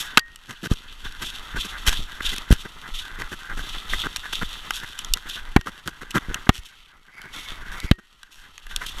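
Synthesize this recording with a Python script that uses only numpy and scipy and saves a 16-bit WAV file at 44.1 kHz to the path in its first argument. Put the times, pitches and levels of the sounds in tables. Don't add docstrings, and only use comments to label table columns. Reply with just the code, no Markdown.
import sys
import numpy as np
from scipy import signal
from scipy.fft import rfft, irfft, next_fast_len
from scipy.io import wavfile
from scipy.ndimage import map_coordinates

SR = 44100
rng = np.random.default_rng(int(sys.argv[2]) if len(sys.argv) > 2 else 0)


def put_to_file(sound):
    columns = np.atleast_2d(sound).T
    safe = np.clip(columns, -1, 1)
    whole_steps = np.round(safe * 32767)
    wavfile.write(sys.argv[1], SR, whole_steps.astype(np.int16))


N = 396900
TIME = np.arange(N) / SR

# frequency_hz, gain_db
THUD_BAND = [(40, -20), (110, 2), (230, 0), (420, -5), (620, -19.5), (1000, -31.5), (2500, -67.5)]
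RUB_BAND = [(250, -20.5), (650, -13), (950, -6.5), (1350, -2.5), (1620, -0.5), (1800, -5.5), (2020, -4.5),
            (2350, -11), (4000, -36.5)]
CRUNCH_BAND = [(1200, -34), (2300, -7.5), (2700, 0.5), (3150, 1.5), (3550, -5.5), (3850, -4), (4150, -9.5),
               (4550, -11.5), (5000, -21.5), (8000, -55)]
FIZZ_BAND = [(3000, -32), (5000, -7.5), (5600, 2.5), (6600, -2), (8100, -5), (9000, -10.5), (10200, -8),
             (12000, -8), (13200, -11), (14300, -24), (15300, -27.5), (16500, -36)]
# time_s, fur_db, loose_snow_db
RUSTLE_CONTOUR = [(0.0, -40, -45), (0.2, -49.5, -53.5), (0.45, -52.5, -54), (1.7, -40, -39.5),
                  (2.83, -45.5, -46.5), (3.58, -42, -44), (3.76, -42.5, -41.5), (4.54, -43, -39),
                  (5.99, -47.5, -51.5), (6.36, -40, -45.5), (6.69, -54, -54), (6.92, -55.5, -66.5),
                  (7.17, -57, -62.5), (7.34, -44, -48.5), (7.72, -42, -48), (8.02, -59.5, -61),
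                  (8.57, -52.5, -56), (9.0, -40.5, -38)]
# start_s, push_re_full_scale, push_length_s, crack_db, brightness_db, ring_db
BLOWS = [(.173, -0.044, 0.0016, -5, 2, -32.5), (5.563, -2.27, 0.0022, -2.5, -14.5, -42.5),
         (6.4921, -1.37, 0.00315, -4.5, -5, -46.5), (7.9127, 1.4, 0.0034, -15, 0.5, -47)]


def amp(db):
    return 10 ** (np.asarray(db) / 20)


def unit(x):
    return x / np.sqrt(np.mean(x ** 2) + 1e-20)


def power_sum(*levels):
    return 10 * np.log10(sum(amp(db) ** 2 for db in levels) + 1e-12)


def curves(rows):
    times, *columns = np.transpose(rows)
    return [np.interp(TIME, times, column) for column in columns]


def wobble(knots_per_s):
    return map_coordinates(rng.standard_normal(int(N * knots_per_s / SR) + 4), [TIME * knots_per_s])


def add(track, start_s, sound):
    start = max(round(start_s * SR), 0)
    track[start:start + len(sound)] += sound[:max(N - start, 0)]


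def swells(rows):
    power = np.zeros(N)
    for middle_s, half_length_s, peak_db in rows:
        start_s = middle_s - half_length_s
        swell = amp(peak_db) * np.hanning(int(2 * half_length_s * SR))
        add(power, start_s, swell[max(round(-start_s * SR), 0):] ** 2)
    return 10 * np.log10(power + 1e-12)


def highpass(x, hz, order):
    return signal.sosfilt(signal.butter(order, hz, 'high', fs=SR, output='sos'), x)


def resonance(x, hz, width_hz):
    return signal.lfilter(*signal.iirpeak(hz, hz / width_hz, fs=SR), x)


def response(band, size=8192):
    hz, db = np.transpose(band)
    gain = amp(np.interp(np.log(np.fft.rfftfreq(size, 1 / SR) + 1), np.log(hz), db))
    cepstrum = irfft(np.log(gain))
    cepstrum[1:size // 2] *= 2
    cepstrum[size // 2 + 1:] = 0
    impulse = irfft(np.exp(rfft(cepstrum)))[:size // 2]
    return impulse / np.linalg.norm(impulse)


def colour(drive, band):
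    return signal.fftconvolve(drive, response(band))[:N]


def snaps(per_s, spread_db):
    sizes = amp(spread_db * np.minimum(rng.exponential(size=N), 3))
    return unit((rng.random(N) < per_s / SR) * sizes * rng.choice([-1, 1], N))


def grains(band, per_s, spread_db, share):
    drive = np.sqrt(share) * snaps(per_s, spread_db) + np.sqrt(1 - share) * rng.standard_normal(N)
    return unit(colour(drive, band))


def contact(impulse, t60_s):
    t = TIME[:SR // 20]
    chatter = rng.standard_normal(len(t)) * amp(-60 * t / t60_s)
    sound = signal.fftconvolve(chatter, impulse)
    return sound * np.sqrt(0.0029 * SR) / np.linalg.norm(sound)


def shell(x):
    # centre_hz, width_hz, gain_db
    modes = [(1006, 260, 2), (1110, 43, -4.5), (1212, 96, 2.5), (1562, 160, 3.5), (1950, 220, 3),
             (2225, 85, -13.5), (2440, 270, -1), (2865, 63, -10), (3500, 220, 3), (4220, 200, 2.5),
             (4680, 240, 4.5), (5070, 250, 0), (5850, 200, 2), (5900, 330, -11), (6580, 240, 0),
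             (7060, 290, -4), (8100, 360, -0.5), (9940, 280, 3)]
    for hz, width_hz, gain_db in modes:
        x = x + (amp(gain_db) - 1) * resonance(x, hz, width_hz)
    return x


def paw_levels():
    # start_s, press_s, crunch_db, powder_re_crunch_db
    steps = [(-.015, 0.024, -26, -2.5), (.06, 0.078, -40.5, -11.5), (.548, 0.016, -46, -15),
             (.75, 0.04, -44.5, -12), (.875, 0.013, -38.5, -20), (1.038, 0.027, -35, -10.5),
             (1.243, .04, -31, -8), (1.33, 0.035, -36.5, -10), (1.418, 0.077, -49, -10),
             (1.573, 0.041, -28, -11), (1.679, 0.027, -34.5, -9.5), (1.92, 0.065, -32, -11),
             (2.0, 0.025, -48, -16), (2.212, .025, -35, -7), (2.239, 0.053, -24.5, -10.5),
             (2.344, 0.032, -33.5, -14), (2.574, .04, -38, -7.5), (2.935, .07, -31.5, -9.5),
             (3.05, 0.014, -40, -9), (3.62, 0.11, -36, -10), (3.724, 0.054, -32.5, -14),
             (3.887, 0.11, -30.5, -10), (3.98, 0.059, -29.5, -13.5), (4.323, .04, -28.5, -12),
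             (4.4, 0.095, -38.5, -11), (4.5, 0.099, -39, -19), (4.59, 0.11, -44, -12),
             (4.733, 0.038, -32, -4.5), (4.87, 0.024, -52, -20), (4.97, 0.043, -41.5, -13),
             (5.288, 0.072, -31.5, -10.5), (6.644, 0.016, -41, -5), (6.73, 0.17, -52.5, -9.5),
             (7.325, 0.13, -39, -6.5), (7.475, 0.046, -37, -11.5), (7.71, 0.071, -43.5, -3.5),
             (8.308, 0.11, -53, -1.5), (8.43, 0.038, -50.5, -9), (8.69, 0.019, -39, -7.5),
             (8.86, 0.032, -33.5, -7.5), (8.96, 0.036, -45, -1)]
    attack_s, sag_db_per_s, release_t60_s = 0.011, 20, 0.21
    crunch, powder, t = np.zeros(N), np.zeros(N), TIME[:SR // 2]
    for start_s, press_s, crunch_db, powder_db in steps:
        fall_db = sag_db_per_s * t + 60 * np.maximum(t - press_s, 0) / release_t60_s
        power = (np.minimum(t / attack_s, 1) * amp(crunch_db - fall_db)) ** 2
        power = power[max(round(-start_s * SR), 0):]
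        add(crunch, start_s, power)
        add(powder, start_s, power * amp(powder_db) ** 2)
    return 10 * np.log10(np.array([crunch, powder]) + 1e-12)


def stride_levels():
    # middle_s, half_length_s, peak_db
    brushes = [(.03, 0.089, -39.5), (0.144, .08, -38), (1.06, 0.032, -36), (1.14, 0.028, -51),
               (1.225, 0.05, -35), (1.47, 0.22, -40.5), (1.748, 0.088, -36), (2.14, 0.046, -65),
               (2.279, 0.23, -41.5), (2.41, 0.058, -36.5), (2.77, 0.04, -42), (2.866, 0.076, -37.5),
               (3.06, 0.18, -44), (3.23, 0.18, -40.5), (3.518, 0.044, -32.5), (3.667, 0.087, -39.5),
               (3.756, 0.037, -34), (3.94, 0.24, -38), (4.37, 0.11, -44), (4.526, 0.084, -40.5),
               (4.671, 0.062, -35.5), (5.054, 0.084, -40), (5.165, 0.037, -35), (5.27, 0.026, -35.5),
               (5.377, 0.034, -36), (5.493, 0.099, -42), (5.78, 0.035, -48), (6.23, 0.066, -41),
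               (6.357, 0.054, -33), (6.955, .05, -51), (7.1, 0.028, -50.5), (7.19, 0.087, -45.5),
               (7.26, 0.036, -41.5), (7.37, 0.046, -39), (7.516, 0.11, -39.5), (7.606, 0.065, -43),
               (7.759, 0.086, -34), (7.868, 0.058, -41.5), (8.47, 0.077, -49.5), (8.72, 0.041, -41.5),
               (8.99, 0.049, -37)]
    fur_db, snow_db = curves(RUSTLE_CONTOUR)
    depth_db, delay_s, width_s = 10, 0.068, 0.029
    lull_db = sum(depth_db * np.exp(-((TIME - blow_s - delay_s) / width_s) ** 2) for blow_s, *_ in BLOWS)
    step_db, spray_db = paw_levels()
    coat_db = fur_db - 1 - lull_db + 1.2 * wobble(25)
    loose_db = snow_db - 1.5 - lull_db + wobble(25)
    dust_db = -57 + 0.86 * (loose_db + 50)
    return power_sum(coat_db, swells(brushes)), power_sum(loose_db, step_db), power_sum(dust_db, spray_db)


def fur_friction(crust):
    rub = grains(RUB_BAND, per_s=650, spread_db=5, share=0.45) + 0.7 * colour(crust, RUB_BAND)
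    slide = np.tanh(wobble(14))
    panels = resonance(rub, hz=1530, width_hz=430) - resonance(rub, hz=1310, width_hz=100)
    weight = amp(-9) * grains(THUD_BAND, per_s=140, spread_db=5.5, share=0.81)
    return unit(rub + 1.3 * slide * panels) + weight


def snow_crunch(crust, level_db):
    crunch = grains(CRUNCH_BAND, per_s=1500, spread_db=-1.5, share=0.29) + colour(crust, CRUNCH_BAND)
    pressed = np.clip((level_db + 56) / 25, 0, 1)
    hollow = 2.16 * pressed * resonance(crunch, hz=3567, width_hz=370)
    return (crunch + hollow) / (1 + 1.11 * pressed)


def stride():
    fur_db, snow_db, powder_db = stride_levels()
    clumps_db = 1.9 * wobble(90)
    crust = amp(-5.5) * snaps(per_s=170, spread_db=5.5)
    fur = fur_friction(crust)
    snow = snow_crunch(crust, snow_db)
    powder = grains(FIZZ_BAND, per_s=6600, spread_db=10.5, share=0.18) + colour(crust, FIZZ_BAND)
    return (amp(fur_db - 4.13 + 0.62 * wobble(60)) * fur
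            + amp(snow_db - 1.5 + clumps_db) * snow
            + amp(powder_db - 2.77 + clumps_db) * powder)


def buffet():
    # middle_s, half_length_s, peak_db
    swings = [(.9, 0.18, -45), (1.2, 0.34, -33), (1.57, 0.1, -24.5), (1.72, 0.37, -33), (2.0, 0.15, -25),
              (2.26, 0.21, -32), (2.63, .08, -38), (2.97, 0.13, -34), (3.22, 0.11, -28), (3.33, 0.046, -33),
              (3.6, 0.088, -27), (3.76, 0.057, -34), (3.94, 0.11, -24.5), (4.06, .08, -30),
              (4.25, .06, -42), (4.44, 0.084, -32), (5.12, 0.056, -30.5), (5.46, 0.16, -35),
              (5.9, 0.07, -33), (6.32, 0.057, -27), (7.63, 0.26, -34), (8.77, 0.18, -37), (8.94, 0.33, -37)]
    # frequency_hz, gain_db
    rumble_band = [(8, -1), (22, 8.5), (42, -6.5), (70, -11.5), (120, -28), (250, -33), (500, -42.5),
                   (1500, -78.5)]
    fur_db, _ = curves(RUSTLE_CONTOUR)
    level_db = power_sum(fur_db + 1.5, swells(swings))
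    gusts = amp(3.9 * wobble(39)) * rng.standard_normal(N)
    return amp(level_db) * unit(colour(gusts, rumble_band))


def knocks():
    # pitch_hz, level_db, t60_s
    ring_modes = [(1870, 2.5, 0.42), (3112, -16.5, .06)]
    mount_hz, mount_db, mount_t60_s = 372, -55, 0.35
    thud, rub, crunch, fizz = [response(band) for band in (THUD_BAND, RUB_BAND, CRUNCH_BAND, FIZZ_BAND)]
    rub = rub + 1.6 * resonance(rub, hz=770, width_hz=120)
    pressure, clack, t = np.zeros(N), np.zeros(N), TIME[:SR // 2]
    for start_s, push, push_s, crack_db, bright_db, ring_db in BLOWS:
        add(pressure, start_s, push * np.sin(np.pi * np.minimum(t / push_s, 1)))
        edge = contact(crunch, t60_s=0.017) + amp(-14) * contact(fizz, t60_s=0.01)
        body = contact(rub, t60_s=0.022) + amp(-8.5) * contact(thud, t60_s=0.017)
        add(clack, start_s + 0.00012, amp(crack_db) * (body + amp(bright_db) * edge))
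        for hz, db, t60_s in ring_modes:
            add(clack, start_s, amp(ring_db + db - 60 * t / t60_s) * np.sin(2 * np.pi * hz * t))
        hum = amp(mount_db - 60 * t / mount_t60_s) * np.sin(2 * np.pi * mount_hz * t)
        add(clack, start_s, push * hum)
    return clack + highpass(pressure, hz=32, order=2)


def clicks():
    # start_s, level_db, hardness_db (treble over midrange), spot_hz
    taps = [(0.179, -16, -4.5, 1540), (.1899, -33, -3, 3360), (0.1937, -28, 16, 4650),
            (0.3593, -39, 13, 2950), (1.123, -44, 16, 3870), (1.9291, -28, 1.5, 3230),
            (2.3628, -33, 6, 3720), (2.382, -28.5, 14, 2580), (2.5259, -22, 3, 2940),
            (3.2193, -36, -10, 2000), (3.9345, -43.5, -23, 1860), (4.0023, -36, 6, 3300),
            (4.1613, -24, 7, 5660), (4.168, -32, 28, 7500), (4.7067, -24, -3, 3050),
            (4.7582, -33, 24, 6900), (4.9903, -26.5, 11.5, 3080), (5.047, -32.5, 40, 3270),
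            (5.137, -16.5, 45, 3630), (5.172, -36, -2, 1400), (5.6118, -38, 1, 4480),
            (5.6705, -40, -13.5, 1300), (5.8754, -28, 0.5, 4000), (6.3441, -22, 8, 2900),
            (7.217, -42, 4, 3040), (7.8014, -33.5, 7, 1370), (8.2314, -41.5, 1.5, 1530),
            (8.5793, -38, 5.5, 6440), (8.6672, -43, -3, 2720), (8.762, -21.5, 16, 4400)]
    impulses = [response(band) for band in (RUB_BAND, CRUNCH_BAND, FIZZ_BAND)]
    track = np.zeros(N)
    for start_s, level_db, hardness_db, spot_hz in taps:
        bands_db = level_db + np.array([-hardness_db, 0, 0.14 * hardness_db - 3])
        edge_hz = 69 * max(hardness_db, 1)
        for impulse, db, t60_s in zip(impulses, bands_db, (0.014, 0.011, 0.009)):
            spot = impulse + 2.6 * resonance(impulse, spot_hz, width_hz=150)
            add(track, start_s, amp(db + 1) * contact(highpass(spot, edge_hz, order=6), t60_s))
    return track


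def scuffs():
    # time_s, core_s, rub_db, weight_re_rub_db, grit_re_rub_db, squeak_hz
    scrapes = [(0.482, 0.049, -41.5, -1, -2, 2020), (0.63, 0.039, -36, 4, -1.5, 1590),
               (0.7, 0.036, -39.5, 6, 2, 1200), (1.21, 0.032, -38, -0.5, 2.5, 1560),
               (1.554, 0.03, -32, -7, -9, 1550), (1.64, 0.029, -43, 3.5, 5.5, 1590),
               (1.854, 0.018, -36.5, -8, 2.5, 1700), (1.868, 0.022, -26, -8, 7, 1860),
               (1.887, 0.052, -37, -8, 4, 1710), (2.204, 0.006, -27, -7, -20, 1660),
               (2.316, 0.026, -36.5, -2.5, 1, 2030), (2.503, 0.039, -33, 0.5, 2, 1610),
               (2.649, 0.016, -38, 2, -17, 1530), (3.184, 0.038, -38, -1.5, -5, 1980),
               (3.313, 0.03, -36.5, -0.5, -6, 1670), (3.572, 0.041, -37.5, -4, -4, 1570),
               (3.928, 0.024, -34, -6.5, -3, 1950), (4.035, 0.035, -30, -3, -12, 1340),
               (4.233, 0.034, -36.5, -20, -18, 1690), (4.328, 0.0064, -29, -11, 0, 1570),
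               (4.412, 0.023, -29, 0, -13.5, 1330), (4.823, 0.024, -36.5, -4.5, -9, 1670),
               (5.2876, 0.013, -47, -2, 12, 1560), (5.659, 0.034, -36.5, -1.5, -7, 1420),
               (5.856, 0.038, -36.5, 0.5, -6, 1470), (6.009, 0.026, -39.5, -2, -8.5, 1350),
               (6.106, 0.01, -49, -18, 15.5, 1840), (6.143, 0.037, -23, 2, -9.5, 1350),
               (6.292, 0.03, -41.5, 5.5, -16, 1460), (6.465, 0.01, -35.5, -3, -29, 1270),
               (6.529, 0.061, -51.5, -8, 10, 1780), (7.333, 0.021, -44, -22, -2, 1420),
               (7.828, 0.033, -44.5, 6.5, 0.5, 1410), (7.983, .017, -49, 2.5, -8.5, 1460),
               (8.807, 0.039, -34.5, -14.5, -9.5, 1730), (8.859, .013, -49, -0.5, 15, 1520)]
    slips = amp(3.53 * wobble(350))
    textures = [slips * grains(band, per_s=800, spread_db=2, share=0.7)
                for band in (THUD_BAND, RUB_BAND, CRUNCH_BAND, FIZZ_BAND)]
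    track = np.zeros(N)
    for time_s, core_s, rub_db, weight_db, grit_db, squeak_hz in scrapes:
        bands_db = rub_db + np.array([weight_db, 0, grit_db, grit_db - 3])
        start_s = time_s - 0.0847 * core_s
        count = int(1.316 * core_s * SR)
        swell = np.sin(np.pi * np.arange(count) / count) ** 0.87
        thud, rub, crunch, fizz = [texture[round(start_s * SR):][:count] for texture in textures]
        rub = rub + 1.1 * resonance(rub, squeak_hz, width_hz=150)
        for part, db in zip((thud, rub, crunch, fizz), bands_db):
            add(track, start_s, amp(db - 2) * unit(swell * part))
    return track


def thumps():
    # start_s, level_db, rise_s, recoil_share
    bumps = [(0.7147, -3.5, 0.0017, .15), (1.547, -20.5, 0.0017, .8), (1.879, -5.5, 0.006, .5),
             (1.993, -21.5, 0.0017, .3), (2.507, -0.5, 0.0013, .9), (2.525, -1, 0.0021, .1),
             (5.59, -18.5, 0.002, .1), (6.285, -21, 0.0014, .8), (6.587, -22, .0069, .1),
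             (7.844, -16, 0.0036, .1)]
    recoil_delay, recoil_rise = 4.5, 5.3
    pressure, t = np.zeros(N), TIME[:SR // 8]
    pulse = lambda u: (u * np.exp(1 - u)) ** 2
    for start_s, level_db, rise_s, recoil_share in bumps:
        recoil = pulse(np.maximum(t / rise_s - recoil_delay, 0) / recoil_rise)
        add(pressure, start_s, amp(level_db) * (recoil_share * recoil - pulse(t / rise_s)))
    return highpass(pressure, hz=22, order=1)


def strap():
    # time_s, level_db
    drag = [(5.9, -79), (6.3, -61), (6.7, -61.5), (7.08, -72), (7.18, -43), (7.3, -54), (7.5, -43.5),
            (7.65, -59), (7.78, -45), (7.9, -46), (7.93, -85)]
    # centre_hz, width_hz, gain_db
    modes = [(2040, 58, 2.5), (2190, 40, 8), (4590, 200, -14.5), (10100, 350, -24.5)]
    level_db, = curves(drag)
    slips = snaps(per_s=500, spread_db=0.5) * amp(2.5 * wobble(48))
    rasp = sum(amp(db) * resonance(slips, hz, width_hz) for hz, width_hz, db in modes)
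    return amp(level_db) * unit(rasp)


def scene():
    contacts = shell(stride() + scuffs() + clicks())
    return (contacts + strap() + knocks() + thumps() + buffet())[None]


def record(dry):
    ceiling, top_hz, taper_hz = 0.97, 16400, 1400
    saturated = np.clip(dry, -ceiling, ceiling)
    size = next_fast_len(N + SR // 2)
    hz = np.fft.rfftfreq(size, 1 / SR)
    passband = np.clip((top_hz - hz) / taper_hz, 0, 1)
    return irfft(rfft(saturated, size) * passband, size)[..., :N]


dry = scene()
out = record(dry)
put_to_file(out)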